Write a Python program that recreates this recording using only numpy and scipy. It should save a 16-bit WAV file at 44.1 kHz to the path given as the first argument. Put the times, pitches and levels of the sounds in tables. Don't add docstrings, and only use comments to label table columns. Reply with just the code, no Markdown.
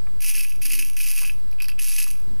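import sys
import numpy as np
from scipy import signal
from scipy.fft import rfft, irfft, next_fast_len
from scipy.io import wavfile
from scipy.ndimage import uniform_filter1d, map_coordinates

SR = 44100
rng = np.random.default_rng(int(sys.argv[2]) if len(sys.argv) > 2 else 0)


def wav_out(sig):
    wavfile.write(sys.argv[1], SR, np.round(np.clip(np.atleast_2d(sig).T, -1, 1) * 32767).astype(np.int16))


N = 105840

# (start [s], driven for [s], level [dB], swell [dB/s], run-down [dB/s], tipped [0/1])
MOTOR_RUNS = [(.204, 0.18, -32, 14, 125, 0), (0.614, 0.17, -32, 8.5, 110.5, 0),
              (.966, .255, -32, -4.5, 160.5, 0), (1.789, .25, -33.5, 5, 144.5, 1)]
# (time [s], half length [s], change [dB])
GRIND_SURGES = [(0.338, 0.011, -9), (0.357, 0.0099, 2), (0.66, 0.011, 5.5), (0.684, 0.021, -4.5),
                (0.747, 0.034, 3), (0.772, 0.024, -7.5), (0.798, 0.0046, 7.5), (1.119, 0.006, 4.5),
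                (1.148, 0.016, -4.5), (1.176, 0.0095, 4), (1.281, 0.014, 8), (1.99, 0.02, 3),
                (2.056, 0.011, -6.5)]
# (frequency [Hz], level [dB])
UPRIGHT_SPECTRUM = [(300, -22), (1100, -22.5), (1700, -13.5), (2600, 3.5), (3600, -13), (4350, -6.5),
                    (4900, -0.5), (6100, -0.5), (7900, -8.5), (8600, -4), (9500, 4), (10500, 4), (11600, 0),
                    (12400, 2), (14600, -6.5), (15400, -10)]
# (frequency [Hz], level [dB])
TIPPED_SPECTRUM = [(300, -24), (1100, -24.5), (2600, -4), (3600, -11.5), (4800, -2.5), (6100, -1.5),
                   (7500, -6), (8800, -4), (10300, 3), (11100, 4.5), (12300, -1.5), (13300, -6.5),
                   (15400, -20.5)]
# (time [s], level [dB])
GEAR_CATCHES = [(.2455, -16), (.3015, -33), (.361, -29), (.381, -21), (.7915, -16), (.848, -20.5),
                (.8985, -22), (1.0392, -24), (1.2158, -16), (1.796, -18), (2.079, -33), (2.111, -22)]
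# (frequency [Hz], width [Hz], level [dB])
SHELL_MODES = [(1680, 142, -16), (2510, 204, -9), (2590, 124, 2), (2997, 93, -12), (4950, 100, -17.5)]
# (time [s], level [dB])
TILE_KNOCKS = [(.247, -29), (.348, -23.5), (.361, -46), (.378, -29), (.397, -31), (.414, -31), (.448, -25),
               (.520, -30.5), (.618, -31), (.707, -25.5), (.7915, -19.5), (.801, -24), (.825, -25),
               (.9686, -25), (1.003, -22), (1.176, -23), (1.187, -28), (1.248, -23.5), (1.256, -28),
               (1.275, -27), (1.296, -23), (1.526, -43), (1.586, -40), (1.6025, -23), (1.609, -24.5),
               (1.622, -31), (1.644, -26.5), (1.692, -27.5), (1.719, -31), (1.783, -36), (1.792, -22.5),
               (1.879, -28), (1.983, -21), (1.988, -27.5), (2.018, -25), (2.154, -43)]
# (time [s], level [dB])
TIP_CLACKS = [(1.513, -39), (1.529, -39), (1.602, -30), (1.6203, -18.5), (1.6238, -26), (1.631, -26),
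              (1.6425, -23.5), (1.655, -27), (1.6838, -19.5), (1.6932, -29), (1.699, -27.5), (1.715, -35)]
# (frequency [Hz], level [dB])
CLACK_SPECTRUM = [(400, -26.5), (1800, -8.5), (3700, -11), (4800, 4), (6500, -13), (9000, -9), (11400, 2),
                  (12600, -5), (13500, -12), (15400, -20)]
# (time [s], level [dB])
DULL_BUMPS = [(.068, -47), (1.216, -39), (1.230, -39.5), (2.066, -44)]
# (frequency [Hz], level [dB])
BUMP_SPECTRUM = [(300, -16.5), (700, -7.5), (1100, 0.5), (1550, -8.5), (2200, -5), (6000, -56)]
# (time [s], frequency [Hz], level [dB])
HUM_GLIDE = [(0.679, 304.2, -58), (0.841, 281.6, -57)]
# (frequency [Hz], level [dB])
RUMBLE_SPECTRUM = [(12, -11), (27, 5.5), (35, -14), (45, -4.5), (60, -8), (100, -17.5), (130, -16.5),
                   (180, -19.5), (280, -18.5), (450, -30), (600, -45.5), (2000, -48), (8000, -50)]
# (time [s], change [dB])
RUMBLE_SWELLS = [(.12, 2.5), (.3, -4), (.6, 2.5), (.85, -1.5), (1.42, 4.5), (1.57, -4), (1.7, 1), (2.05, 0),
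                 (2.299, 5.5)]
# (frequency [Hz], level [dB])
HISS_SPECTRUM = [(100, 10), (900, 10), (1600, 6), (3200, 1.5), (4200, 5.5), (5100, 2), (6500, -6.5),
                 (7500, -1), (7900, 10), (8600, 1), (9800, 2.5), (11300, -14), (12200, -4.5), (13700, -7),
                 (14600, -26), (15000, -7), (15400, 7)]
CHANNEL_OFFSETS = [
    [.1303],
    [-.1253],
]

START_DIP_DB, SPIN_UP_S = 5, .022
COAST_S, STOP_DB_PER_S = .18, 230
TICKS_PER_S, TICK_SPREAD_DB, TICK_RISE_S, TICK_DECAY_S = 300, 7, .0014, .00073
TAPS_PER_S, TAP_SPREAD_DB, TAP_RISE_S, TAP_DB = 200, 6, .0006, -5.5
SPEED_EXPONENT, TAP_EXPONENT = .3, .75
SCATTER_GAPS, RUBBING_DB = .3, -14.5
MODE_DETUNE, MODE_SPREAD_DB = .018, 2
SNAP_RISE_S, CATCH_DECAY_S, CLACK_DECAY_S = .0011, .00042, .00017
CHATTER_DB, CHATTER_DECAY_S = -20.5, .006
BUMP_RISE_S, BUMP_DECAY_S = .0026, .0047
HUM_WAVER_HZ, HUM_FADE_DB_PER_S = 18, 90
ROOM_T60_S, ROOM_DB = .14, -10
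RUMBLE_DB, THROB_DB, THROBS_PER_S = -51, 1.5, 14
DRONE_HZ, DRONE_DB, HISS_DB = 34.7, -50.5, -56.5
BAND_LIMIT_HZ = 15400


def motor_run(start_s, driven_s, level_db, swell_db_per_s, run_down_db_per_s, tipped):
    now = np.arange(N) / SR
    t = now - start_s
    coast_s = np.maximum(t - driven_s, 0)
    dip_db = START_DIP_DB * np.exp(-np.maximum(t, 0) / SPIN_UP_S)
    drive_db = swell_db_per_s * np.clip(t, 0, driven_s) - dip_db
    strength = amp(drive_db - run_down_db_per_s * coast_s) * (t > 0)
    surge_db = sum(db * np.exp(-((now - s) / half_s) ** 2) for s, half_s, db in GRIND_SURGES)
    level = amp(level_db + surge_db - STOP_DB_PER_S * np.maximum(coast_s - COAST_S, 0))
    speed = strength ** SPEED_EXPONENT
    driven = (t > 0) & (t < driven_s)
    ticks = bursts(contacts(TICKS_PER_S * speed, TICK_SPREAD_DB), TICK_RISE_S, TICK_DECAY_S)
    grain = np.sqrt(ticks ** 2 / np.mean(ticks[driven] ** 2) + amp(RUBBING_DB) ** 2)
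    spectrum = TIPPED_SPECTRUM if tipped else UPRIGHT_SPECTRUM
    rasp = coloured(level * strength * grain * rng.standard_normal(N), spectrum)
    taps = amp(TAP_DB) * level * strength ** TAP_EXPONENT * contacts(TAPS_PER_S * speed, TAP_SPREAD_DB)
    return np.array([rasp, taps])


def shell(spikes):
    at = np.flatnonzero(spikes)
    t = np.arange(SR // 50) / SR
    draw = rng.standard_normal((len(at), len(SHELL_MODES), 2, 1))
    ring = 0
    for k, (hz, width_hz, db) in enumerate(SHELL_MODES):
        gain = amp(db + MODE_SPREAD_DB * draw[:, k, 0])
        tuned_hz = hz * (1 + MODE_DETUNE * draw[:, k, 1])
        ring += gain * np.exp(-np.pi * width_hz * t) * np.sin(2 * np.pi * tuned_hz * t)
    ring = spikes[at, None] * ring * (1 - np.exp(-t / TAP_RISE_S))
    samples = at[:, None] + np.arange(len(t))
    return np.bincount(samples.ravel(), ring.ravel(), N)[:N]


def gear_catches():
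    snap = bursts(impulses(GEAR_CATCHES), SNAP_RISE_S, CATCH_DECAY_S)
    return coloured(snap * rng.standard_normal(N), UPRIGHT_SPECTRUM)


def clacks():
    spikes = impulses(TIP_CLACKS)
    snap = bursts(spikes, SNAP_RISE_S, CLACK_DECAY_S)
    chatter = amp(CHATTER_DB) * bursts(spikes, SNAP_RISE_S, CHATTER_DECAY_S)
    return coloured((snap + chatter) * rng.standard_normal(N), CLACK_SPECTRUM)


def bumps():
    envelope = bursts(impulses(DULL_BUMPS), BUMP_RISE_S, BUMP_DECAY_S)
    return coloured(envelope * rng.standard_normal(N), BUMP_SPECTRUM)


def hum():
    t = np.arange(N) / SR
    s, hz, db = np.transpose(HUM_GLIDE)
    waver = unit(uniform_filter1d(rng.standard_normal(N), size=700))
    phase = 2 * np.pi * np.cumsum(np.interp(t, s, hz) + HUM_WAVER_HZ * waver) / SR
    fade_db = HUM_FADE_DB_PER_S * abs(t - np.clip(t, s[0], s[-1]))
    return np.sqrt(2) * np.sin(phase) * amp(np.interp(t, s, db) - fade_db)


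def room(x):
    t = np.arange(SR // 2) / SR
    tail = rng.standard_normal(len(t)) * amp(-60 * t / ROOM_T60_S) * (t > .003)
    return x + amp(ROOM_DB) * signal.fftconvolve(x, tail / np.linalg.norm(tail))[:N]


def background(rumble_side_db=-12, hiss_side_db=-17):
    t = np.arange(N) / SR
    noise = rng.standard_normal((4, N))
    rumble_mid, rumble_side = (unit(coloured(x, RUMBLE_SPECTRUM)) for x in noise[:2])
    hiss_mid, hiss_side = amp(HISS_DB) * coloured(noise[2:], HISS_SPECTRUM)
    drone = amp(DRONE_DB) * np.sqrt(2) * np.sin(2 * np.pi * (DRONE_HZ * t + rng.random()))
    throb_db = THROB_DB * map_coordinates(rng.standard_normal(200), [t * THROBS_PER_S])
    swell_db = np.interp(t, *np.transpose(RUMBLE_SWELLS))
    mid = amp(RUMBLE_DB + swell_db + throb_db) * rumble_mid + drone + hiss_mid
    side = amp(RUMBLE_DB + rumble_side_db) * rumble_side + amp(hiss_side_db) * hiss_side
    return np.array([mid + side, mid - side])


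def contacts(rate_per_s, spread_db, count=200):
    slip = SCATTER_GAPS * rng.standard_normal(count)
    size_db = spread_db * rng.uniform(-1, 1, count)
    at = np.searchsorted(np.cumsum(rate_per_s) / SR, np.abs(np.arange(count) + slip))
    return np.bincount(at, amp(size_db), N + 1)[:N]


def impulses(rows):
    s, db = np.transpose(rows)
    return np.bincount(np.round(s * SR).astype(int), amp(db), N)[:N]


def bursts(spikes, rise_s, decay_s):
    power = signal.lfilter([1], [1, -np.exp(-2 / (decay_s * SR))], spikes ** 2)
    pole = np.exp(-2 / (rise_s * SR))
    return np.sqrt(np.abs(signal.lfilter([(1 - pole) ** 2], np.poly([pole, pole]), power)))


def coloured(x, points):
    def response(hz):
        point_hz, db = np.transpose(points)
        gain = unit(amp(np.interp(np.log(hz + 1), np.log(point_hz), db)))
        cepstrum = irfft(np.log(gain))
        half = len(cepstrum) // 2
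        cepstrum[1:half] *= 2
        cepstrum[half + 1:] = 0
        return np.exp(rfft(cepstrum))
    return filtered(x, response)


def filtered(x, response):
    size = 2 * next_fast_len(N)
    return irfft(rfft(x, size) * response(np.fft.rfftfreq(size, 1 / SR)), size)[..., :x.shape[-1]]


def amp(db):
    return 10 ** (np.asarray(db) / 20)


def unit(x):
    return x / np.sqrt(np.mean(x ** 2) + 1e-20)


def scene():
    ambience = background()
    accents = clacks() + bumps() + gear_catches() + hum() + shell(impulses(TILE_KNOCKS))
    rasp, taps = sum(motor_run(*run) for run in MOTOR_RUNS)
    return room(rasp + shell(taps) + accents) + ambience


def record(dry):
    return filtered(dry, lambda hz: 1 / np.sqrt(1 + (hz / BAND_LIMIT_HZ) ** 120)) + CHANNEL_OFFSETS


dry = scene()
out = record(dry)
wav_out(out)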